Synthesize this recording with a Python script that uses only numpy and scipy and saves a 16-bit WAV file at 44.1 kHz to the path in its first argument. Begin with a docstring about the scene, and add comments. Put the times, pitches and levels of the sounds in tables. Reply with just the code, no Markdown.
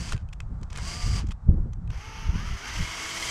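"""Outdoors, beside a plastic hull: a cordless drill held against it, one microphone, a far murmur behind.
The drill brakes to a stop, gives a short burst, then a longer run that speeds up in steps as the trigger
is squeezed: pulsing gear noise, a knock per chuck turn and lines at multiples of the motor speed.
Trigger and gear backlash click as short scrapes that ring the plastic shell.
Gusts buffet the microphone: low rumble, faster flutter and a few slaps, all of shaped noise."""
import sys
import numpy as np
from scipy import signal
from scipy.fft import rfft, irfft, next_fast_len
from scipy.io import wavfile
from scipy.ndimage import uniform_filter1d, map_coordinates

SR = 44100
rng = np.random.default_rng(int(sys.argv[2]) if len(sys.argv) > 2 else 0)


def rack_gain(trim_db):
    """Turn a fader trim in dB into the linear factor to multiply a signal by."""
    fader = np.asarray(trim_db, float)
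    return 10 ** (fader / 20)


def log_audio(samples):
    """Write samples as a 16-bit WAV file to the path given in sys.argv[1]."""
    # one column per channel
    frames = np.atleast_2d(samples).T
    # limit to full scale, then quantise
    limited = np.clip(frames, -1, 1)
    pcm = np.round(limited * 32767).astype(np.int16)
    wavfile.write(sys.argv[1], SR, pcm)


N = 145530  # samples, 3.3 s


def unit(x):
    """Scaled to rms 1."""
    return x / np.sqrt(np.mean(x ** 2) + 1e-20)


def wobble(rate):
    """A smooth random curve, rate knots a second."""
    knots = rng.standard_normal(int(N * rate / SR) + 4)
    return map_coordinates(knots, [np.arange(N) * rate / SR])


def curves(rows):
    """One value per sample for each column after the time."""
    s, *columns = np.transpose(rows)
    return [np.interp(np.arange(N) / SR, s, column) for column in columns]


def coloured(x, points, peaks=()):
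    """x through (Hz, dB) points on a log axis, plus bell-shaped resonances (Hz, width Hz, dB)."""
    size = next_fast_len(len(x) + 8192)
    hz = np.fft.rfftfreq(size, 1 / SR)
    point_hz, point_db = np.transpose(points)
    db = np.interp(np.log(hz + 1), np.log(point_hz + 1), point_db)
    for centre, width, gain_db in peaks:
        db = db + gain_db / (1 + (2 * (hz - centre) / width) ** 2)
    return irfft(rfft(x, size) * rack_gain(db), size)[:len(x)]


# far murmur and hiss, shape of the spectrum: freq_hz, relative_db (per Hz)
FAR_COLOUR = [(200, -24), (340, -15), (800, -6), (1280, -9.5), (1900, -21.5), (2800, -33), (8000, -34),
              (9500, -44), (15000, -57.5)]


def far():
    """The steady outdoor murmur and the microphone's hiss: one noise, wavering slowly in level."""
    level_db = -59.5 + 1.5 * wobble(5.13)
    return rack_gain(level_db) * unit(coloured(rng.standard_normal(N), FAR_COLOUR))


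# gusts at the microphone: time_s, strength_db (of the rumble)
GUSTS = [(0, -28), (.06, -32.5), (.15, -25.5), (.22, -35.5), (.3, -33.5), (.36, -37.5), (.47, -30.5),
         (.58, -31), (.7, -39), (.77, -30.5), (.88, -35), (1, -30.5), (1.1, -22), (1.24, -26), (1.3, -27.5),
         (1.36, -42), (1.42, -41.5), (1.49, -16), (1.58, -24), (1.72, -30), (1.78, -35), (1.87, -26),
         (1.96, -34), (2.03, -42), (2.17, -38.5), (2.3, -25), (2.36, -24), (2.45, -34), (2.53, -26),
         (2.62, -51.5), (2.75, -41), (2.81, -22), (2.87, -42.5), (3.1, -56.5), (3.3, -42.5)]
# eddies of hard gusts hitting the microphone port: start_s, level_db
SLAPS = [(.125, -36), (1.486, -26.5), (1.57, -33), (1.652, -36)]
# shapes of the three wind noises: freq_hz, relative_db (per Hz)
SLAP_COLOUR = [(30, -28), (90, 3.5), (250, -5), (500, -11), (650, -19.5), (900, -26), (1500, -120)]
RUMBLE_COLOUR = [(8, -24), (15, -5), (43, 0), (120, -8.5), (220, -30), (400, -66), (800, -120)]
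FLUTTER_COLOUR = [(60, -10.5), (170, 2.5), (280, -13), (550, -27.5), (900, -57), (1600, -120)]


def wind():
    """Lumpy low rumble on the microphone port; a faster flutter grows in the strong gusts; eddies slap."""
    calm_db, flutter_db = -31.5, -14  # gust strength called calm; flutter over the rumble at that strength
    flutter_grows = 0.28  # extra dB of flutter per dB of strength over calm
    slap_rise_s, slap_t60_s = 0.0047, 0.15
    strength_db, = curves(GUSTS)
    t = np.arange(N) / SR
    slap_shape = 0
    for s, db in SLAPS:
        rise = np.clip((t - s) / slap_rise_s, 0, 1) ** 2  # silent before s
        slap_shape = slap_shape + rack_gain(db - 60 * np.abs(t - s) / slap_t60_s) * rise
    slap = slap_shape * unit(coloured(rng.standard_normal(N), SLAP_COLOUR))
    lumps = rng.standard_normal(N) * rack_gain(2.5 * wobble(30.02))
    rumble = unit(coloured(lumps, RUMBLE_COLOUR))
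    fast_lumps = rng.standard_normal(N) * rack_gain(5.5 * wobble(45))
    flutter = unit(coloured(fast_lumps, FLUTTER_COLOUR))
    flutter_gain = rack_gain(flutter_db + flutter_grows * (strength_db - calm_db))
    return rack_gain(strength_db) * (rumble + flutter_gain * flutter) + slap


# trigger and gear clicks: start_s, level_db (roughly the peak), colour_hz, scrape_ms
CLICKS = [(0.1203, -25.5, 1510, 1.8), (0.122, -17.5, 9200, 4.1), (0.131, -24, 3100, 3),
          (0.164, -37.5, 2600, 5), (0.1779, -34, 3020, 1.9), (0.2886, -40.5, 3000, 1.5),
          (0.3261, -44, 6100, 3.7), (0.33, -30.5, 2900, 6.3), (0.4035, -25, 2500, 2.4),
          (0.6133, -43, 8000, 2.6), (0.6303, -34, 5970, 5.3), (0.7015, -36, 5300, 6.9),
          (0.7265, -37, 2900, 2.8), (0.7289, -28.5, 6440, 3.1), (0.7541, -31, 2530, 3.6),
          (0.76, -24, 4520, 2), (0.7731, -23.5, 9300, 4.8), (0.7828, -25, 1560, 6.3),
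          (1.268, -37.5, 6000, 5.9), (1.2863, -39, 6500, 6.5), (1.3083, -31.5, 3240, 5.3),
          (1.3161, -30, 3270, 8), (1.732, -39.5, 6700, 5), (1.8758, -43, 2540, 2.7),
          (1.9029, -33, 3040, 4.4)]
# ringing modes of the plastic shell: pitch_hz, relative_db, t60_s
SHELL = [(1200, -15, 0.02), (2080, -11, 0.0075), (2570, -0.5, 0.021), (3100, -0.5, 0.012)]
# shape of the scrape noise: freq_hz, relative_db
SCRAPE_COLOUR = [(500, -24), (1000, 6.5), (3000, -4.5), (7500, -5), (10500, -19), (15000, -38)]


def clicks():
    """Each contact scrapes a few ms in its own colour and rings the shell, the duller ones more; a faint tail."""
    colour_width, colour_db = 0.35, 7  # bell width as a share of colour_hz, and its height
    ring_db, ring_loss_db = 2, 7  # the loss is per octave between mode and colour
    tail_db, tail_t60_s = -20, 0.12
    out, t = np.zeros(N + 4096), np.arange(4096) / SR
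    for s, db, hz, ms in CLICKS:
        u = t * 1000 / ms  # time in scrape lengths
        bell = [(hz, colour_width * hz, colour_db)]
        noise = unit(coloured(rng.standard_normal(len(t)), SCRAPE_COLOUR, bell))
        decay = np.exp(-u ** 3) + rack_gain(tail_db - 60 * t / tail_t60_s)
        scrape = noise * decay * (1 - np.exp(-u / 0.12))
        ring = 0
        for f, mode_db, t60 in SHELL:
            start_db = mode_db + rng.normal(0, 1.1) - ring_loss_db * abs(np.log2(f / hz))
            ring = ring + rack_gain(start_db - 60 * t / t60) * np.sin(2 * np.pi * f * t)
        # noise peaks stand well above its rms, hence the 11.5 dB
        out[round(s * SR):][:len(t)] += rack_gain(db - 11.5) * (scrape + rack_gain(ring_db) * ring)
    return out[:N]


# motor speed: time_s, speed_rev_per_s
SPEED = [(0, 168), (.115, 140), (.15, 60), (.7, 10), (.79, 115), (.82, 148), (.86, 165), (.9, 174),
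         (.96, 179), (1.16, 178.9), (1.19, 172), (1.26, 30), (1.89, 10), (1.93, 60), (1.98, 119),
         (2.02, 127), (2.08, 132), (2.2, 132.5), (2.33, 136.5), (2.38, 162), (2.43, 186), (2.5, 199.5),
         (2.61, 199), (2.64, 224), (2.75, 312), (2.82, 322), (2.92, 328.5), (3.3, 328.5)]
# how the casing passes the lines: freq_hz, gain_db
LINE_PASS = [(330, 0), (440, 5), (600, -2), (880, 6.5), (1350, 3), (1520, 8.5), (1750, 2), (2200, 1),
             (3300, -4), (4000, -28), (4700, 1), (4950, 1), (5300, -30)]
# casing resonances on the gear noise: centre_hz, width_hz, gain_db
CASING = [(1040, 940, 4.5), (2190, 210, 3.5), (3100, 410, 4.5), (4804, 460, 3.5), (5930, 2160, 5),
          (9520, 1200, 4), (12400, 760, 5)]
# shape of the knock when the bit bites: freq_hz, relative_db (per Hz)
KNOCK_COLOUR = [(700, -14), (1000, -7), (1500, -21), (2100, 10), (2600, -27), (3150, 3.5), (3700, -8),
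                (6000, -10), (9000, -60)]


def motor(rows, orders, dull, bright, bite_s):
    """One run: gear noise pulsing per motor turn, a bite per chuck turn (one at bite_s), unsteady speed lines."""
    motor_per_chuck = 19.15  # motor turns per chuck turn
    rev_pulse, bite_sag = 0.14, 0.004  # swell per motor turn; share of speed lost at each bite
    knock_db, knock_sharp = -0.5, 2.5
    line_waver_db, line_drift, line_swell_db = 1.3, 0.12, 0.4  # the swell comes with each bite
    smear_db = 1.6  # lines lose this much per 1000 rev/s2 of speed change
    (speed,), (level_db, share) = curves(SPEED), curves(rows)
    turns, t = np.cumsum(speed) / SR, np.arange(N) / SR
    pulse = 1 + rev_pulse * np.cos(2 * np.pi * turns)
    chuck = 2 * np.pi * (turns - np.interp(bite_s, t, turns)) / motor_per_chuck
    shaft = 2 * np.pi * turns - bite_sag * motor_per_chuck * np.sin(chuck)
    bite = np.exp(knock_sharp * (np.cos(chuck) - 1)) * rack_gain(0.69 * wobble(13))

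    source = rng.standard_normal((3, N)) * pulse
    source = source * rack_gain(0.9 * wobble(120) + 0.75 * wobble(25.02))  # random rattle
    dull_noise = unit(coloured(source[0], dull, CASING))
    bright_noise = unit(coloured(source[1], bright, CASING))
    noise = np.sqrt(1 - share) * dull_noise + np.sqrt(share) * bright_noise
    knock = rack_gain(knock_db) * speed / speed.max() * bite * unit(coloured(source[2], KNOCK_COLOUR))

    lines = 0
    for multiple, db in orders:
        strength = rack_gain(db + line_waver_db * wobble(24.97))
        drift = line_drift * multiple ** 0.5 * wobble(11)  # radians
        lines = lines + strength * np.sin(multiple * shaft + drift)
    speed_change = uniform_filter1d(np.abs(np.gradient(speed)), size=900) * SR  # rev/s2
    steady = rack_gain(-smear_db * speed_change / 1000)
    lines = steady * rack_gain(line_swell_db * bite) * coloured(lines, LINE_PASS)
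    running = (t >= rows[0][0]) * (t <= rows[-1][0] + 0.01)
    return rack_gain(level_db) * (noise + knock + lines) * running


# the braking run, then the short burst, each: time_s, level_db, bright_share (0-1)
BURSTS = [
    [(0, -41.5, 0.98), (.115, -41.5, 0.68), (.14, -44.5, 0.44), (.17, -60.5, 0), (.22, -66.5, 0)],
    [(.7, -59.5, 0), (.75, -50.5, 0.07), (.79, -43.5, 0.1), (.82, -43, 0.83), (.89, -39, 0.99),
     (1.16, -39.5, 0.93), (1.19, -39, 0.8), (1.21, -45, 0.1), (1.25, -63.5, 0.1), (1.3, -61.5, 0)],
]
# the long run: time_s, level_db, bright_share (0-1)
DRILLING = [(1.9, -60, 0), (1.935, -49.5, 0), (1.97, -50, 0.1), (2.08, -45.5, 0.02), (2.2, -45.5, 0),
            (2.33, -46.5, 0), (2.38, -42.5, 0), (2.6, -43, 0.12), (2.65, -39, 0.04), (2.78, -37, 0.25),
            (2.92, -37.5, 0.35), (3.05, -36, 0.46), (3.3, -33.5, 0.98)]
# lines of each kind of run: multiple (of motor speed), relative_db (to the run, before the casing)
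BURST_ORDERS = [(4, -16), (6.63, -12), (26.45, -7.5), (27.45, -11), (28.45, -12)]
DRILLING_ORDERS = [(1, -17), (1.34, -26), (2, -18), (3, -21), (3.42, -18), (3.82, -22), (5, -21.5),
                   (6, -19), (6.65, -10), (6.92, -16), (9.11, -14), (10, -12), (14.34, -17), (16.6, -10.5),
                   (20, -9)]
# gear and brush noise through the housing, dull and bright: freq_hz, relative_db (per Hz)
BURST_DULL = [(200, 1), (420, 3.5), (1600, 3.5), (3800, -2.5), (8000, -10), (15000, -44)]
BURST_BRIGHT = [(250, -9), (600, -13.5), (2800, -8.5), (3750, -15.5), (4550, -8.5), (4800, -6.5),
                (5100, -10.5), (8000, -12.5), (11000, -30), (15000, -39)]
DRILLING_DULL = [(250, -7.5), (600, -14.5), (1300, -5.5), (2900, -6), (3800, -15.5), (6300, -11.5),
                 (7300, -26.5), (11500, -30), (15000, -42)]
DRILLING_BRIGHT = [(120, -2), (300, -13.5), (900, -12.5), (2200, -6.5), (3800, -9.5), (7800, -9),
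                   (9000, -17), (15000, -31.5)]


def drill():
    """The three runs of one motor in turn; the braking motor keeps only its high whine."""
    braking_rows, burst_rows = BURSTS
    braking = motor(braking_rows, BURST_ORDERS[2:], BURST_DULL, BURST_BRIGHT, bite_s=1.03)
    burst = motor(burst_rows, BURST_ORDERS, BURST_DULL, BURST_BRIGHT, bite_s=1.03)
    drilling = motor(DRILLING, DRILLING_ORDERS, DRILLING_DULL, DRILLING_BRIGHT, bite_s=3.055)
    return braking + burst + drilling


def scene():
    """All sources at one microphone."""
    return (drill() + clicks() + wind() + far())[None]


def low_pass(x):
    """Removes everything above the highest recorded frequency."""
    return signal.sosfilt(signal.butter(12, 15500, fs=SR, output="sos"), x)


def record(dry):
    """The microphone signal, band-limited steeply above 15.1 kHz."""
    top_hz = 15100
    mix = coloured(dry[0], [(top_hz, 0), (top_hz + 200, -80)])[None]
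    return low_pass(mix)


dry = scene()
out = record(dry)
log_audio(out)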